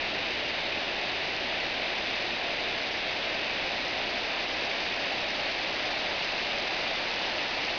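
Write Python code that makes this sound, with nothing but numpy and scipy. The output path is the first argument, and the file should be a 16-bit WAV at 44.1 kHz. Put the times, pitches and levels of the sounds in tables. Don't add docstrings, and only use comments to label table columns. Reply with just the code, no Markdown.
import sys
import numpy as np
from scipy import signal
from scipy.fft import rfft
from scipy.io import wavfile
from scipy.ndimage import uniform_filter1d

SR = 44100
rng = np.random.default_rng(int(sys.argv[2]) if len(sys.argv) > 2 else 0)


def wav_record(signal):
    frames = np.transpose(np.atleast_2d(signal))
    bounded = np.clip(frames, -1, 1)
    quanta = np.round(bounded * 32767).astype(np.int16)
    wavfile.write(sys.argv[1], SR, quanta)


def level_to_linear(level):
    exponent = np.asarray(level, float) / 20
    return 10 ** exponent


N = 343098


def evened(x):
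    return x / np.sqrt(np.mean(x ** 2) + 1e-20)


def read(points, hz):
    point_hz, value = np.transpose(points)
    return np.interp(np.log(hz + 1), np.log(point_hz + 1), value)


def turned(t):
    from_s, to_s = 1.6, 6.3
    return np.clip((t - from_s) / (to_s - from_s), 0, 1)


def rumble():
    band = signal.butter(2, [7, 80], "bandpass", fs=SR, output="sos")
    noise = signal.sosfilt(band, rng.standard_normal(N))
    return level_to_linear(-58.8) * evened(noise)


# picture_rate_multiple, start_level_db (rms)
HUM_TONES = [(1, -58.5), (2, -64), (3, -57.5), (4, -65), (5, -64.5), (8, -64)]


def hum():
    picture_hz, fade_db_per_s = 29.965, 0.66
    t = np.arange(N) / SR
    total = np.zeros(N)
    for multiple, start_level_db in HUM_TONES:
        level_db = start_level_db - fade_db_per_s * t * (multiple > 1)
        cycles = multiple * picture_hz * t + rng.random()
        total += np.sqrt(2) * level_to_linear(level_db) * np.sin(2 * np.pi * cycles)
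    return total


def bubbles(per_s, cycles, rise, spread_db, count):
    out = np.zeros(N)
    for pitch_hz in np.linspace(900, 5000, count):
        u = np.arange(0, 5 * cycles, pitch_hz / SR)
        swell_and_decay = (1 - np.exp(-3 * u)) * np.exp(-u / cycles)
        ring = swell_and_decay * np.sin(2 * np.pi * u * (1 + rise * u / cycles))
        ring /= np.abs(rfft(ring, 4096)).max()
        born = rng.random(N) < per_s / count / SR
        loudness_db = spread_db * np.minimum(rng.exponential(1, N), 5)
        out += signal.oaconvolve(born * level_to_linear(loudness_db), ring)[:N]
    return evened(out)


def tumbling_water():
    lowpass = signal.butter(8, 5600, fs=SR, output="sos")
    blur = evened(signal.sosfilt(lowpass, rng.standard_normal(N)))
    near = bubbles(per_s=1500, cycles=2.5, rise=0.04, spread_db=3.5, count=30)
    spray = bubbles(per_s=900, cycles=0.6, rise=0.036, spread_db=2.5, count=12)
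    return blur + level_to_linear(-10.0) * near + level_to_linear(-10.5) * spray


# frequency_hz, gain_db
RUSH_COLOUR = [(60, -23), (190, -8), (350, -1.5), (450, -4.5), (590, 0.66), (720, 0.35), (1150, -9.5),
               (1400, -8.5), (1750, -3.5), (2100, -2), (2550, 0), (2950, -3), (3200, -6), (3750, -4.5),
               (4250, -8.5), (4650, -8.5), (5100, -10.5), (5500, -11)]
# frequency_hz, added_gain_db
FACING_COLOUR = [(60, 2), (350, -1.5), (600, 0.66), (850, 1), (1250, 1.5), (1700, -0.15), (3800, -0.2),
                 (4500, 1.5), (5400, 2.5)]


def creek():
    flow_db, nearer_db = -31, 0.26
    patch_db, flicker_db = 0.2, 0.22
    hz, t, water = signal.stft(tumbling_water(), SR, nperseg=2048, noverlap=1536)
    patches = rng.standard_normal((len(t), len(hz))).T
    patches = uniform_filter1d(patches, size=24, axis=0)
    patches = evened(uniform_filter1d(patches, size=3, axis=1))
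    colour_db = read(RUSH_COLOUR, hz)[:, None] + read(FACING_COLOUR, hz)[:, None] * turned(t)
    coloured = water * level_to_linear(colour_db + patch_db * patches)
    rush = signal.istft(coloured, SR, nperseg=2048, noverlap=1536)[1][:N]
    flicker = uniform_filter1d(rng.standard_normal(N), size=200)
    flicker = evened(uniform_filter1d(flicker, size=200))
    level_db = flow_db + nearer_db * turned(np.arange(N) / SR) + flicker_db * flicker
    return evened(rush) * level_to_linear(level_db)


def scene():
    return creek()[None]


def roll_off(x):
    return signal.sosfilt(signal.butter(12, 7210, fs=SR, output="sos"), x)


def record(dry):
    slower = 4
    guard = signal.firwin(255, SR / slower / 2, fs=SR)
    guarded = signal.oaconvolve(dry + hum() + rumble(), guard[None], "same", axes=1)
    kept = guarded * slower * (np.arange(N) % slower == 0)
    n = np.arange(-40, 41)
    reach = np.sqrt(np.clip(1 - (n / 32.4) ** 2, 0, 1))
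    smooth = np.sinc(n / slower) * np.i0(9.2 * reach) * (reach > 0)
    mix = signal.oaconvolve(kept, smooth[None] / smooth.sum(), "same", axes=1)
    return roll_off(mix)


dry = scene()
out = record(dry)
wav_record(out)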